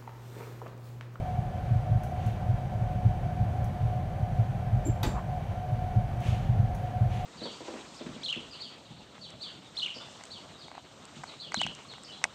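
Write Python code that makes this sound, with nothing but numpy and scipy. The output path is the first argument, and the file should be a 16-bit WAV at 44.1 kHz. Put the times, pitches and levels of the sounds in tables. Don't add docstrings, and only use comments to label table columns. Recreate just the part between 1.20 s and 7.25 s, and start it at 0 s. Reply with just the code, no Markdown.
import sys
import numpy as np
from scipy import signal
from scipy.fft import rfft, irfft, next_fast_len
from scipy.io import wavfile

SR = 44100
rng = np.random.default_rng(int(sys.argv[2]) if len(sys.argv) > 2 else 0)


def inscribe(sig):
    pcm = np.round(np.clip(np.atleast_2d(sig).T, -1, 1) * 32767)
    wavfile.write(sys.argv[1], SR, pcm.astype(np.int16))


N = 266805
TIME = np.arange(N) / SR


def from_db(db):
    return 10 ** (np.asarray(db) / 20)


def rms_one(x):
    return x / np.sqrt(np.mean(x ** 2) + 1e-20)


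def in_time(points):
    times, values = np.transpose(points)
    return np.interp(TIME, times, values)


def at_hz(points, hz):
    frequencies, values = np.transpose(points)
    return np.interp(np.log(hz), np.log(frequencies), values)


def noise(colour):
    hz = np.maximum(np.fft.rfftfreq(2 * N, 1 / SR), 1)
    low_cut = 1 + (colour[0][0] / hz / np.sqrt(2)) ** 8
    high_cut = 1 + (hz / colour[-1][0] / 2) ** 8
    shape = from_db(at_hz(colour, hz)) / np.sqrt(low_cut * high_cut)
    size = next_fast_len(N)
    gain = np.interp(np.fft.rfftfreq(size, 1 / SR), hz, shape)
    return rms_one(irfft(rfft(rng.standard_normal(size)) * gain, size)[:N])


def drift(rate_hz):
    step, warm_up = 40, 2000
    r = np.exp(-2 * np.pi * step * rate_hz / SR)
    slow = signal.lfilter([1], [1, -2 * r, r * r], rng.standard_normal(N // step + warm_up + 2))[warm_up:]
    return np.interp(np.arange(N) / step, np.arange(len(slow)), rms_one(slow))


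def resonate(x, hz, width):
    r = np.exp(-np.pi * width / SR)
    feedback = [1, -2 * r * np.cos(2 * np.pi * hz / SR), r * r]
    return signal.lfilter(np.array([1, 0, -1]) * (1 - r * r) / 2, feedback, x)


def rising(start, rise):
    return np.clip((TIME - start) / rise, 0, 1)


def dying(start, fade):
    return (TIME >= start) * np.exp(-np.minimum(np.log(1000) * np.abs(TIME - start) / fade, 40))


def boom(start, hz, width):
    age = np.clip(TIME - start, 0, 1)
    swell = np.pi * width * age
    return swell * np.exp(1 - swell) * np.sin(2 * np.pi * hz * age)


# (time [s], level [dB])
RUMBLE_LEVELS = [(0, -35.5), (1, -36), (2.4, -32), (3.4, -35), (4.5, -36), (5.2, -32), (5.7, -36.5)]
# (frequency [Hz], relative level [dB])
RUMBLE_COLOUR = [(12, -35), (24, -11.5), (42, -0.5), (62, -2.5), (85, 4), (140, -2.5), (195, -8),
                 (250, -15.5), (300, -23.5), (450, -28)]
# (frequency [Hz], relative level [dB])
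ROAR_COLOUR = [(250, -26), (440, -6), (600, 2), (720, -1), (850, 0), (970, -8), (1600, -10.5), (2050, -13),
               (3100, -18), (4500, -24.5), (5100, -28.5), (6000, -25.5), (7500, -31.5), (8800, -31),
               (10600, -36), (12000, -33.5), (15700, -39)]
# (pitch [Hz], width [Hz], level [dB])
COACH_NOTES = [(108, 15, -37.5), (127.6, 26, -39.5), (185.6, 25, -51), (339.7, 26.5, -59),
               (387.3, 21, -61.5), (430, 18, -61.5), (507.4, 20, -58.5), (555.3, 16.7, -55),
               (620.9, 12.5, -52.5), (652.7, 19, -58.5), (688.6, 11, -54.5), (702.5, 19, -51),
               (731.6, 10.1, -47), (745.2, 16, -53), (785, 13.6, -52), (907, 23, -65.5), (1031, 33, -63.5),
               (1187, 14, -69.5), (1384, 13, -68.5), (1490, 18, -70), (1553, 31, -66.5), (1730, 64, -67.5),
               (2313, 58, -68.5), (3092, 84, -73.5), (4745, 53, -81.5)]

def rolling(roar_db=-48.8, rumble_sway_db=0.8, roar_sway_db=0.33):
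    rumble = from_db(in_time(RUMBLE_LEVELS) + rumble_sway_db * drift(2.5)) * noise(RUMBLE_COLOUR)
    roar = from_db(roar_db + roar_sway_db * drift(5.6)) * noise(ROAR_COLOUR)
    ringing = 0
    for hz, width, db in COACH_NOTES:
        shaken = resonate(rng.standard_normal(N + SR), hz, 2 * width)
        note = resonate(shaken, hz, width)[SR:]
        ringing += from_db(db) * rms_one(note)
    return rumble + roar + ringing


# (time [s], relative level [dB])
HUM_LEVELS = [(0, -46), (1.2, -42), (2.1, -41), (2.7, -46), (3.5, -48), (3.9, -41.5), (4.9, -41),
              (5.35, -47), (5.65, -37), (6.05, -42)]

def steady_hum(pitch_hz=728.3, waver_hz=1.3, gain_db=-2.0, flutter=0.39):
    phase = 2 * np.pi * np.cumsum(pitch_hz + waver_hz * drift(11.85)) / SR
    level = from_db(in_time(HUM_LEVELS) + gain_db)
    shake = 1 + flutter * drift(7)
    return np.sqrt(2) * level * shake * np.sin(phase)


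# (start [s], rise time [s], level [dB], fade time [s])
SWISH_EVENTS = [(.92, .15, -53.5, .8), (4.1, .2, -62, .8), (4.992, .085, -44, .95), (5.45, .22, -59, 1.2),
                (5.88, 0.066, -49, 1.5)]
# (frequency [Hz], relative level [dB])
HISS_COLOUR = [(450, -3.5), (1000, 2), (1500, -2.5), (2300, 1), (2900, 2), (4000, -5.5), (5100, -13),
               (6600, -9.5), (8000, -16.5), (12500, -25), (15500, -35)]

def swishes(treble_hz=6000, dulling=0.35):
    level = 0
    for start, rise, db, fade in SWISH_EVENTS:
        peak_time = start + rise
        level += from_db(db) * rising(start, rise) * ((TIME < peak_time) + dying(peak_time, fade))
    hiss = noise(HISS_COLOUR)
    treble = signal.sosfiltfilt(signal.butter(2, treble_hz, "high", fs=SR, output="sos"), hiss)
    brightness = (level / level.max()) ** dulling
    return level * (hiss - (1 - brightness) * treble)


# (time [s], level [dB])
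TICK_EVENTS = [(0.8345, -51), (1.063, -53), (2.443, -54), (3.666, -55), (5.0035, -55), (5.548, -54.5)]
# (frequency [Hz], relative level [dB])
TICK_COLOUR = [(1500, 6), (4500, -11), (6100, 1.5), (7600, -5.5), (12500, -4), (15500, -8)]

def ticks(fade_s=0.032, tail_db=-7, tail_fade_s=0.4):
    level = 0
    for start, db in TICK_EVENTS:
        level += from_db(db) * (dying(start, fade_s) + from_db(tail_db) * dying(start, tail_fade_s))
    return level * noise(TICK_COLOUR)


# (time [s], level of the floor's boom [dB], rebound strength [0-1])
RAIL_BUMPS = [(0.179, -20, 0), (0.509, -16.5, 0.95), (0.707, -16, .85), (1.058, -18, 0), (1.288, -18, 0.74),
              (1.612, -18.5, 0), (1.852, -12.5, 0), (2.2, -15.5, 0.27), (2.625, -18.5, 0),
              (3.02, -24.5, 0.1), (3.184, -16, 0.05), (3.52, -18.5, 0.85), (3.688, -18, 0.44),
              (4.519, -22, 0.1), (4.76, -15.5, 0), (5.079, -19, .65), (5.289, -18, .5), (5.388, -14, .45),
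              (5.808, -15, 0.62)]

def wheel_thumps(rebound_s=0.041):
    def blow(start):
        floor = boom(start, hz=113, width=29)
        panel = from_db(-15) * boom(start, hz=185, width=36)
        bounce = from_db(-18) * boom(start, hz=47, width=12)
        return floor + panel + bounce
    return sum(from_db(db) * (blow(start) + rebound * blow(start + rebound_s))
               for start, db, rebound in RAIL_BUMPS)


# (start [s], level [dB], rise time [s], fade time [s])
FITTING_SQUEAKS = [(3.648, -42.5, 0.0094, 0.26), (3.86, -45, .005, 0.33)]

def squeaks(pitch_hz=7365, waver_hz=45, rough_db=5.0):
    phase = 2 * np.pi * np.cumsum(pitch_hz + waver_hz * drift(227)) / SR
    roughness = from_db(rough_db * drift(95))
    level = sum(from_db(db) * rising(start, rise) * dying(start, fade)
                for start, db, rise, fade in FITTING_SQUEAKS)
    return level * roughness * np.sin(phase)


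# (start [s], length [s], level [dB], pitch [Hz], width [Hz])
FITTING_CREAKS = [(3.658, .05, -31, 321, 56), (3.932, 0.093, -42, 1010, 330),
                  (3.656, 0.04, -61, 12000, 9600)]

def creaks(slips_per_s=5000):
    out = 0
    for start, length, db, hz, width in FITTING_CREAKS:
        slips = (rng.random(N) < slips_per_s / SR) * rng.choice([-1, 1], N) + 1e-18
        ringing = resonate(resonate(slips, hz, 2 * width), hz, width)
        stroke = np.sin(np.pi * rising(start, length))
        out += from_db(db) * stroke * rms_one(ringing)
    return out


# (frequency [Hz], relative level [dB])
SNAP_COLOUR = [(200, 10), (850, -1.5), (1200, -3.5), (2000, -8.5), (3200, -10.5), (3750, -3.5), (4150, -14),
               (4650, -7), (5100, -13.5), (6400, -14), (7700, -17.5), (11000, -24), (13100, -21),
               (15500, -27)]
# (frequency [Hz], fade time [s])
ECHO_FADES = [(200, 0.51), (1000, 0.5), (4000, 0.29), (8000, 0.39), (15000, 0.2)]
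# (pitch [Hz], level [dB], fade time [s])
FITTING_NOTES = [(853, -34.5, 0.35), (942, -43, 0.39), (1522, -41, 0.23), (1970, -40.5, .14),
                 (2510, -46, .12), (2970, -47, 0.18), (3750, -37, 0.11), (3790, -38.5, 0.1),
                 (4404, -49, .17), (4640, -42.5, 0.1), (5857, -49, .12), (6500, -47, .09),
                 (8500, -52.5, .15), (12850, -41, .05), (13300, -37.5, 0.034)]
# (time [s], level [dB], pitch [Hz], width [Hz])
FITTING_KNOCKS = [(3.662, -31, 324, 69), (3.839, -29.5, 252, 22), (3.841, -34.5, 327, 25),
                  (3.864, -23.5, 54, 32), (3.935, -25.5, 54, 15), (3.934, -35, 213, 67)]

def snap(snap_s=3.8305, noise_db=-31.5, crack_boost_db=6, crack_above_hz=4200):
    burst = noise(SNAP_COLOUR)
    edges_hz = np.geomspace(150, 17000, 9)
    echo = 0
    for low, high in zip(edges_hz, edges_hz[1:]):
        band = signal.sosfiltfilt(signal.butter(2, [low, high], "band", fs=SR, output="sos"), burst)
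        echo += band * dying(snap_s, at_hz(ECHO_FADES, np.sqrt(low * high)))
    keep_treble = signal.butter(2, crack_above_hz, "high", fs=SR, output="sos")
    bright = signal.sosfilt(keep_treble, noise(SNAP_COLOUR))
    crack = from_db(crack_boost_db) * bright * dying(snap_s, fade=0.02)
    ringing = sum(from_db(db) * dying(snap_s, fade) * np.sin(2 * np.pi * hz * (TIME - snap_s))
                  for hz, db, fade in FITTING_NOTES)
    knocks = sum(from_db(db) * boom(start, hz, width) for start, db, hz, width in FITTING_KNOCKS)
    contact = rising(snap_s, rise=0.0006)
    return contact * (from_db(noise_db) * (echo + crack) + ringing) + knocks


def scene():
    fitting = squeaks() + creaks() + snap()
    return (rolling() + wheel_thumps() + steady_hum() + fitting + ticks() + swishes())[None]


def record(dry):
    cutoff_hz = 15650
    return signal.sosfilt(signal.ellip(12, 0.1, 90, cutoff_hz, fs=SR, output="sos"), dry)


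dry = scene()
out = record(dry)
inscribe(out)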